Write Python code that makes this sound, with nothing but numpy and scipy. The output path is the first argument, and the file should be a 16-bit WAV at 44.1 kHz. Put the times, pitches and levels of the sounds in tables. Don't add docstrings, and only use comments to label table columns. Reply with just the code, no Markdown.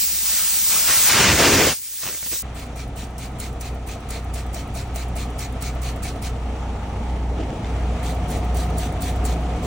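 import sys
import numpy as np
from scipy import signal
from scipy.fft import rfft, irfft, next_fast_len
from scipy.io import wavfile
from scipy.ndimage import uniform_filter1d, map_coordinates

SR = 44100
rng = np.random.default_rng(int(sys.argv[2]) if len(sys.argv) > 2 else 0)


def waveform_to_disk(signal):
    frames = np.transpose(np.atleast_2d(signal))
    scaled = np.clip(frames, -1, 1) * 32767
    samples = np.round(scaled).astype(np.int16)
    wavfile.write(sys.argv[1], SR, samples)


N = 426004
TIME = np.arange(N) / SR
DOOR_S = 2.425
CYCLE_S, FIRST_KNOCK_S = .2, .158

# time in seconds, then boom, body rumble and whirr in dB.
IDLE = [(0, -46.5, -50, -67), (1.1, -48, -48.5, -66), (1.7, -48, -55, -58), (1.85, -61, -62, -86),
        (2.42, -49, -55, -56), (2.43, -33.5, -36.5, -45), (3.0, -34, -35.5, -47.5),
        (3.7, -31.5, -34.5, -45), (4.9, -30, -33, -44), (5.9, -28.5, -32.5, -42.5),
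        (6.9, -28, -31.5, -42.5), (7.42, -24.5, -30.5, -42.5), (7.75, -25.5, -29, -41.5),
        (8.4, -23.5, -27.5, -39.5), (9.0, -25, -28, -40.5), (9.66, -22, -27.5, -39.5)]
# frequency in Hz, likeness from 0 to 1.
NEAR = [(100, 0.99), (400, 1), (850, 1), (1300, 1), (2200, 1), (3000, 0.43), (4700, 0.36), (5600, 0.7),
        (9300, 0.38), (10500, 1), (13600, 1), (14500, 0.6)]
AROUND = [(60, 1), (130, 1), (250, 1), (500, 0.92), (950, 0.52), (1900, 0.88), (2600, 0.068), (5100, 0.11),
          (5700, 0.5), (9300, 0.72), (10500, 0.98), (13900, 1), (15000, .7)]


def amp(db):
    return 10 ** (np.asarray(db) / 20)


def unit(x):
    return x / np.sqrt(np.mean(x ** 2) + 1e-20)


def along(points, hz):
    freqs, values = np.transpose(points)
    return np.interp(np.log(hz + 1), np.log(freqs + 1), values)


def curves(rows):
    times, *columns = np.transpose(rows)
    return [np.interp(TIME, times, column) for column in columns]


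def wobble(rate):
    return map_coordinates(rng.standard_normal(int(N * rate / SR) + 4), [TIME * rate])


def filtered(x, response):
    size = next_fast_len(N + 8192)
    return irfft(rfft(x, size) * response(np.fft.rfftfreq(size, 1 / SR)), size)[..., :N]


def rush(spectrum, alike, patchy_db, source=None):
    bins = signal.stft(rng.standard_normal((2, N)) if source is None else source, nperseg=512)[2]
    patches = uniform_filter1d(rng.standard_normal(bins.shape[1:]), size=6, axis=0)
    patches = uniform_filter1d(patches, size=8, axis=1)
    pair = signal.istft(bins * amp(patchy_db * unit(patches)), nperseg=512)[1][:, :N]
    closed = [(spectrum[0][0] / 2, -120), *spectrum]
    width = lambda hz: np.arccos(np.clip(along(alike, hz), 0, 1)) / 2
    mid, side = filtered(pair, lambda hz: amp(along(closed, hz)) * [np.cos(width(hz)), np.sin(width(hz))])
    return unit(np.array([mid + side, mid - side]))


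def bursts(rows, rise, fall):
    out, t = np.zeros(N + SR), np.arange(-SR // 50, SR // 10) / SR
    shape = np.where(t < 0, np.exp(-(t / rise) ** 2), np.exp(-t / fall))
    for start, db in rows:
        out[max(round(start * SR) - SR // 50, 0):][:len(t)] += amp(db) * shape
    return out[:N]


def struck(start, db, hz, t60):
    age = np.clip(TIME - start, 0, None)
    return amp(db - 60 * age / t60) * np.sin(2 * np.pi * hz * age)


def by_place(table):
    # time in seconds, place (0 door, 1 seat, 2 dashboard).
    facing = [(2.43, 0.066), (6.3, 0), (6.62, 1), (7.05, 1), (7.25, 1.3), (7.75, 1.63), (8.2, 2.04),
              (9.66, 2.08)]
    place, = curves(facing)
    return [curves(IDLE)[1] + np.interp(place, range(3), row) for row in table]


def blow_gun():
    # time in seconds, then nozzle hiss, jet on surfaces and jet on the microphone in dB.
    sweep = [(0.0, -19.5, -43, -62), (0.2, -20.5, -43, -63), (0.37, -16, -33.5, -56),
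             (0.47, -17.5, -36.5, -59), (0.63, -19, -42, -63), (0.75, -14, -28.5, -39),
             (0.84, -16.5, -33.5, -46), (0.9, -13.5, -22.5, -34.5), (1.0, -13.5, -29.5, -42),
             (1.09, -11.5, -24, -37), (1.105, -15, -17.5, -38), (1.125, -13, -19, -33),
             (1.15, -15, -17, -21.5), (1.22, -15, -16, -21), (1.27, -18, -16, -19),
             (1.31, -15.5, -16.5, -20.5), (1.35, -16.5, -22.5, -21), (1.385, -17, -21, -22.5),
             (1.45, -16, -17, -21), (1.52, -16, -20, -19.5), (1.58, -16, -18, -17), (1.63, -17, -19, -21),
             (1.68, -16.5, -22, -23), (1.73, -20.5, -28, -35.5), (1.76, -28, -50, -54),
             (1.8, -31, -60, -72), (2.0, -28.5, -51.5, -65), (2.035, -25, -37, -46),
             (2.09, -25, -39, -46.5), (2.135, -27, -46, -43), (2.19, -28, -51, -66),
             (2.27, -24.5, -46, -54), (2.295, -27, -58, -68), (2.33, -23, -38, -39), (2.4, -26.5, -54, -65),
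             (2.425, -29.5, -49, -53)]
    # time in seconds, level in dB.
    air_slaps = [(2.034, -31), (2.056, -34), (2.066, -28), (2.076, -30), (2.088, -28), (2.098, -34),
                 (2.113, -36), (2.127, -34), (2.148, -31), (2.173, -44), (2.228, -31), (2.263, -33),
                 (2.27, -39), (2.317, -35), (2.332, -31), (2.36, -38)]
    head_on = [(1.04, -95), (1.08, -53), (1.14, -32.5), (1.2, -27), (1.3, -28.5), (1.37, -36), (1.48, -19),
               (1.52, -22), (1.57, -22.5), (1.63, -23), (1.68, -22.5), (1.72, -51), (1.75, -93)]
    # frequency in Hz, relative level in dB.
    nozzle_spectrum = [(900, -28), (2000, -11.5), (4000, -4.5), (6000, -1), (8000, -0.5), (10000, -1.5),
                       (13000, 0.5), (15500, 1.5)]
    splash_spectrum = [(200, -29), (600, -3), (1200, 0), (2400, 0.5), (4000, -4.5), (7000, -6),
                       (12000, -32)]
    buffet_spectrum = [(25, -26), (60, 0.5), (150, -1.5), (350, -5), (600, -6), (1200, -21.5)]
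    roar_spectrum = [(130, -15), (260, -2.5), (390, 0.5), (520, -9), (800, -16), (1200, -60)]
    # frequency in Hz, likeness from 0 to 1.
    close = [(380, 1), (850, 0.89), (1300, 1), (2600, 1), (3400, 0.94), (4700, 0.81), (5600, 0.65),
             (9300, 1), (10500, 1)]
    hiss_db, splash_db, buffet_db = curves(sweep)
    treble_db = -2.5 - .27 * (splash_db - hiss_db)
    nozzle = rush(nozzle_spectrum, NEAR, patchy_db=1.5)
    treble = filtered(nozzle, lambda hz: 1 / (1 + (9000 / (hz + 1)) ** 6))
    hiss = amp(hiss_db + .63 * wobble(24.93)) * (nozzle + (amp(treble_db) - 1) * treble)
    gust = wobble(40.38)
    slaps = bursts(air_slaps, rise=.0007, fall=.002)
    thuds = amp(-7) * bursts(air_slaps, rise=.002, fall=.006)
    splash = (amp(splash_db + .7 * gust) + slaps) * rush(splash_spectrum, close, patchy_db=1.63)
    buffet = (amp(buffet_db + 1.9 * gust) + thuds) * rush(buffet_spectrum, close, patchy_db=1.5)
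    roar = amp(curves(head_on)[0] + 1.1 * wobble(29.83)) * rush(roar_spectrum, close, patchy_db=2.5)
    return (TIME < DOOR_S) * (hiss + splash + buffet + roar)


def spray_bottle():
    # start and length in seconds, relative mist level in dB, click delay in seconds, click dB.
    strokes = [(2.544, .1, -43.5, .12, -45), (2.757, .079, -42.5, .121, -46),
               (2.957, 0.096, -42.5, 0.15, -51), (3.177, 0.093, -41.5, .14, -50),
               (3.384, 0.095, -40, .145, -43), (3.599, 0.096, -42.5, .148, -45),
               (3.863, .083, -41, .141, -46), (4.09, 0.095, -40.5, .154, -42), (4.333, .08, -39, .131, -42),
               (4.528, .091, -41, .148, -43), (4.739, 0.087, -40, .136, -51),
               (4.941, 0.095, -40.5, .143, -41), (5.152, .094, -39.5, .15, -41),
               (5.379, 0.081, -37.5, .146, -39), (5.607, 0.089, -38, .144, -44),
               (5.817, 0.092, -38.5, .144, -37), (6.021, 0.084, -37.5, .142, -46),
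               (6.217, 0.07, -37, .144, -56), (8.027, 0.1, -40, .12, -40), (8.277, 0.11, -42.5, .17, -40),
               (8.542, .11, -41, 0.16, -42), (8.768, .11, -40.5, .156, -37),
               (9.004, 0.11, -38.5, .155, -39), (9.239, .1, -40, .168, -48), (9.624, 0.081, -40, .15, -48)]
    # time in seconds, relative peak in dB.
    spits = [(2.76, -38), (2.774, -42), (2.978, -37), (3.184, -28), (3.402, -26), (3.612, -25),
             (3.874, -36), (3.888, -34), (4.091, -33), (4.107, -24.5), (4.342, -27.5), (4.357, -38),
             (4.546, -26), (4.754, -32), (4.772, -32), (4.961, -23.5), (5.166, -26), (5.393, -23),
             (5.625, -24), (5.82, -31), (5.833, -32), (6.032, -27), (6.04, -30), (6.226, -31), (8.305, -27),
             (8.314, -29), (8.547, -33), (8.571, -26), (8.785, -21), (9.022, -23), (9.254, -21),
             (9.263, -27)]
    # frequency in Hz, relative level in dB.
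    mist_spectrum = [(1200, -8), (1900, -5), (2350, 0.5), (2900, -5.5), (3600, -4.5), (4300, -1.5),
                     (4800, -6), (5300, -7.5), (6500, -5), (8000, -8), (10000, -27)]
    fine_spectrum = [(6000, -18), (8000, -6.5), (10500, -3.5), (11500, -7), (13500, -6.5), (15500, -6.5)]
    spit_spectrum = [(3000, -24), (4500, -12), (6000, -7), (8000, -5), (9500, -2), (10800, 0), (11800, -7),
                     (15500, -5)]
    mist_on_dash = [(1200, -12), (2100, -2), (2700, -5), (3200, -2.5), (4000, -2), (4600, -3), (5100, -8),
                    (6000, -4), (8000, -7), (10000, -23)]
    spit_on_dash = [(3000, -30), (4500, -19), (6200, -14), (7400, -5), (8500, -4), (9500, -2), (10800, 0),
                    (11800, -7), (15500, -5)]
    before_dash = TIME < 7.5
    usual_stroke_s, finer_db_per_s = .091, 114
    t = np.arange(SR // 4) / SR
    swell = amp(-3 * ((t - .05) / .067).clip(-2, 1) ** 2)
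    linger = amp(-17.5) * np.exp(-t / .2)
    coarse, fine = np.zeros((2, N + SR))
    for start, length, db, *_ in strokes:
        span = slice(round(start * SR), round(start * SR) + len(t))
        pressure = 1 / np.sqrt(1 + np.exp((t - length + .0074) / .0089))
        fine_db = db + finer_db_per_s * (length - usual_stroke_s)
        coarse[span] += amp(db + 3) * (1 - np.exp(-t / .02)) * swell * pressure
        fine[span] += amp(fine_db) * (1 - np.exp(-t / .0022)) * (pressure + linger)
    spray = np.where(before_dash, rush(mist_spectrum, NEAR, patchy_db=2),
                     rush(mist_on_dash, NEAR, patchy_db=2))
    droplets = amp(.82 * wobble(300))
    fizz = rush(fine_spectrum, NEAR, patchy_db=2.5)
    mist = droplets * (coarse[:N] * spray + fine[:N] * fizz)
    spit_level = bursts(spits, rise=.003, fall=.007) * amp(1.5 * wobble(700) - 2.5)
    spit = spit_level * np.where(before_dash, rush(spit_spectrum, NEAR, patchy_db=3),
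                                 rush(spit_on_dash, NEAR, patchy_db=3))
    releases = [(start + delay, db) for start, *_, delay, db in strokes]
    clicks = bursts(releases, rise=.001, fall=.006) * fizz
    return mist + spit + clicks


def engine_boom():
    orders_hz = [30, 90, 122.9, 166.2]
    # one tone's dB over the body rumble at door, seat, dashboard.
    orders_db = [(-7.5, -8, -14), (-6.5, -5.5, -6.5), (-3.5, -8.5, -11), (-20, -16.5, -9.5)]
    boom_hz, hum_hz, in_step_s = 2 * 6 / CYCLE_S, 61.43, 7.18
    dip_db = -17 * np.exp(-((TIME - 7.57) / .059) ** 2)
    phase_per_hz = 2 * np.pi * (TIME - in_step_s)
    beating = np.sin(boom_hz * phase_per_hz) + amp(-12.5) * np.sin(hum_hz * phase_per_hz)
    boom = np.sqrt(2) * amp(curves(IDLE)[0] + dip_db + .72 * wobble(12)) * beating
    for hz, db in zip(orders_hz, by_place(orders_db)):
        level = (TIME > DOOR_S) * amp(db + 1.1 * wobble(5.8))
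        boom += level * np.sin(2 * np.pi * hz * TIME + .83 * wobble(3.3))
    return boom * amp([[-.12], [.12]])


def cycle_noise():
    # frequency in Hz, repeating share from 0 to 1.
    share = [(150, .15), (300, .25), (480, .55), (900, .55), (1300, .1)]
    drift = .5 * wobble(.693)
    one_cycle = rng.standard_normal((2, 2, round(CYCLE_S * SR)))
    one, other = np.tile(one_cycle, int(N / SR / CYCLE_S) + 1)[..., :N]
    repeating = filtered(np.cos(drift) * one + np.sin(drift) * other, lambda hz: along(share, hz) ** .5)
    fresh = filtered(rng.standard_normal((2, N)), lambda hz: (1 - along(share, hz)) ** .5)
    return repeating + fresh


def engine_rumble():
    # frequency in Hz, relative level in dB.
    body_spectrum = [(22, -30), (43, -7), (65, -9), (86, -7), (150, -12.5), (275, -13.5), (330, -19.5),
                     (450, -18.5), (550, -21), (690, -25), (880, -24), (1040, -31), (1260, -34),
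                     (1600, -63)]
    whirr_spectrum = [(900, -7), (1250, 0.5), (1550, -7.5), (2200, -6), (3300, -10.5), (4200, -15.5),
                      (5300, -19), (5800, -16.5), (8000, -20.5), (10800, -21), (12000, -31), (15500, -29)]
    _, body_db, whirr_db = curves(IDLE)
    firing = 2 * np.pi * 6 * (TIME - FIRST_KNOCK_S - .008) / CYCLE_S
    beat = np.cos(firing) + .65 * np.cos(firing / 2) + .29 * np.cos(firing / 3)
    body_level = amp(body_db + .23 * beat + .55 * wobble(12))
    body = body_level * rush(body_spectrum, AROUND, patchy_db=.5, source=cycle_noise())
    whirr = rush(whirr_spectrum, AROUND, patchy_db=1) * amp(whirr_db + .67 * beat + .68 * wobble(8))
    return body + whirr


def engine_chuff():
    puffs = [(.0384 + k * .099, -41.5 + 1.5 * rng.standard_normal()) for k in range(10)]
    return bursts(puffs, rise=.0098, fall=.012) * np.sin(2 * np.pi * 200 * TIME + 2 * wobble(21.3))


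def valve_clatter():
    # ms after the first knock, ring in Hz, dB over the body rumble at door, seat, dashboard.
    parts = [(0, 675, 4.5, -2, -1), (12.07, 900, -6, -9, -12), (28.06, 950, -9, -9, -16),
             (58, 880, -10, -11, -13), (150, 910, -7, -10, -9), (2.02, 850, -10, -2, -11),
             (37.9, 825, -9, -4, -11), (139.5, 760, -8, -7, -10), (20.08, 705, 0, -4, -6),
             (29.94, 660, -5, -10, 1), (50.1, 700, -3, -5, -7), (67.7, 1270, -8, -5, -16),
             (70, 720, -4, -8, -3), (95, 765, 0.5, -8, -4), (98, 825, -10, -1, -9), (110, 705, 2, -3, -11),
             (128, 715, -3, -4, -8), (165.3, 640, -5, -5, -1), (175.5, 770, 0.5, -7, -2)]
    cycle_starts = FIRST_KNOCK_S + CYCLE_S * np.arange(int(N / SR / CYCLE_S) - 1)
    t, t60 = np.arange(SR // 8) / SR, .085
    envelope = amp(-60 * t / t60) * (1 - np.exp(-t / .00087))
    levels = by_place([row[2:] for row in parts])
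    out = np.zeros((2, N))
    for k, (ms, ring_hz, *_) in enumerate(parts):
        jitter, force = rng.standard_normal((len(cycle_starts), 2)).T
        strikes_s = cycle_starts + (ms + .05 * jitter) / 1000
        blows = np.zeros(N)
        blows[(strikes_s * SR).astype(int)] = amp(.97 * force)
        lead = (-1) ** k * .31 * np.array([[1], [-1]])
        ring = envelope * np.sin(2 * np.pi * ring_hz * t + lead)
        out += signal.fftconvolve((amp(levels[k]) * blows)[None], ring, axes=1)[:, :N]
    return out


def seat_hollow():
    # frequency in Hz, relative level in dB.
    resonance = [(720, -30), (780, -3), (830, 0), (900, -3), (960, -9), (1020, -40), (1200, -120)]
    # dB over the body rumble at door, seat, dashboard.
    hollow_db = [(-22, -9, -20)]
    return amp(by_place(hollow_db)[0]) * rush(resonance, AROUND, patchy_db=1, source=cycle_noise())


def gear_whine():
    gears_hz = [720, 1290, 700, 750, 810, 920]
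    # one whine's dB over the body rumble at door, seat, dashboard.
    gears_db = [(-40, -32, -10.5), (-21, -24, -29), (-19, -20, -20), (-20, -34, -26), (-34, -15, -30),
                (-30, -22, -25)]
    load = 1 + .65 * np.cos(2 * np.pi * 3 * (TIME - FIRST_KNOCK_S - .012) / CYCLE_S)
    return load * sum(amp(db + .6 * wobble(6)) * np.sin(2 * np.pi * hz * TIME + .15 * wobble(3))
                      for hz, db in zip(gears_hz, by_place(gears_db)))


def driver_shifting():
    plastic_tap = (7.646, -35, 3550, .022)
    # start in seconds, peak in dB, pitch in Hz.
    seat_bumps = [(7.011, -21, 230), (7.225, -27, 200), (7.316, -25, 500), (7.383, -27, 280)]
    # time in seconds, peak in dB, rise and fall time in seconds.
    scuffs = [(7.385, -44, .012), (7.41, -40, .01), (7.437, -43, .008), (7.505, -38, .0015),
              (7.53, -41, .002), (7.647, -38, .002), (7.657, -37, .002), (7.672, -42, .01),
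              (9.505, -46, .012)]
    # time in seconds, rustle level in dB.
    movement = [(6.9, -97), (6.95, -55), (7.0, -43), (7.07, -45), (7.12, -51), (7.22, -41), (7.32, -39),
                (7.4, -33.5), (7.5, -37), (7.58, -43), (7.7, -60)]
    # frequency in Hz, relative level in dB.
    scrape_spectrum = [(900, -12), (2000, 0), (3000, -3), (4200, -10), (6500, -12), (9000, -22),
                       (11000, -60)]
    cloth_spectrum = [(120, -11), (200, 1), (350, -2.5), (550, -7), (700, -6), (1000, -31), (1500, -67)]
    bumps = sum(struck(*bump, t60=.06) for bump in seat_bumps)
    scrape_level = sum(bursts([(start, db)], rise=edge, fall=edge) for start, db, edge in scuffs)
    scrapes = scrape_level * rush(scrape_spectrum, NEAR, patchy_db=1)
    rustle = amp(curves(movement)[0] + 2.5 * wobble(35)) * rush(cloth_spectrum, AROUND, patchy_db=1.5)
    return struck(*plastic_tap) + bumps + scrapes + rustle


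def scene():
    cleaning = blow_gun() + spray_bottle()
    idle = engine_boom() + engine_rumble() + engine_chuff()
    by_door = (TIME > DOOR_S) * (valve_clatter() + seat_hollow() + gear_whine())
    return cleaning + idle + by_door + driver_shifting()


def record(dry):
    # frequency in Hz, the right channel's phase lead in half turns.
    right_lead = [(5500, 0), (7500, .4), (9300, .7), (10500, 1), (13700, 1), (14500, 1.25), (15700, 1.45)]
    full_scale, top_hz = .95, 15850
    shifted = filtered(dry, lambda hz: np.exp([[-.5j], [.5j]] * (np.pi * along(right_lead, hz))))
    rounded = shifted / (1 + np.abs(shifted / full_scale) ** 6) ** (1 / 6)
    return filtered(rounded, lambda hz: hz < top_hz)


dry = scene()
out = record(dry)
waveform_to_disk(out)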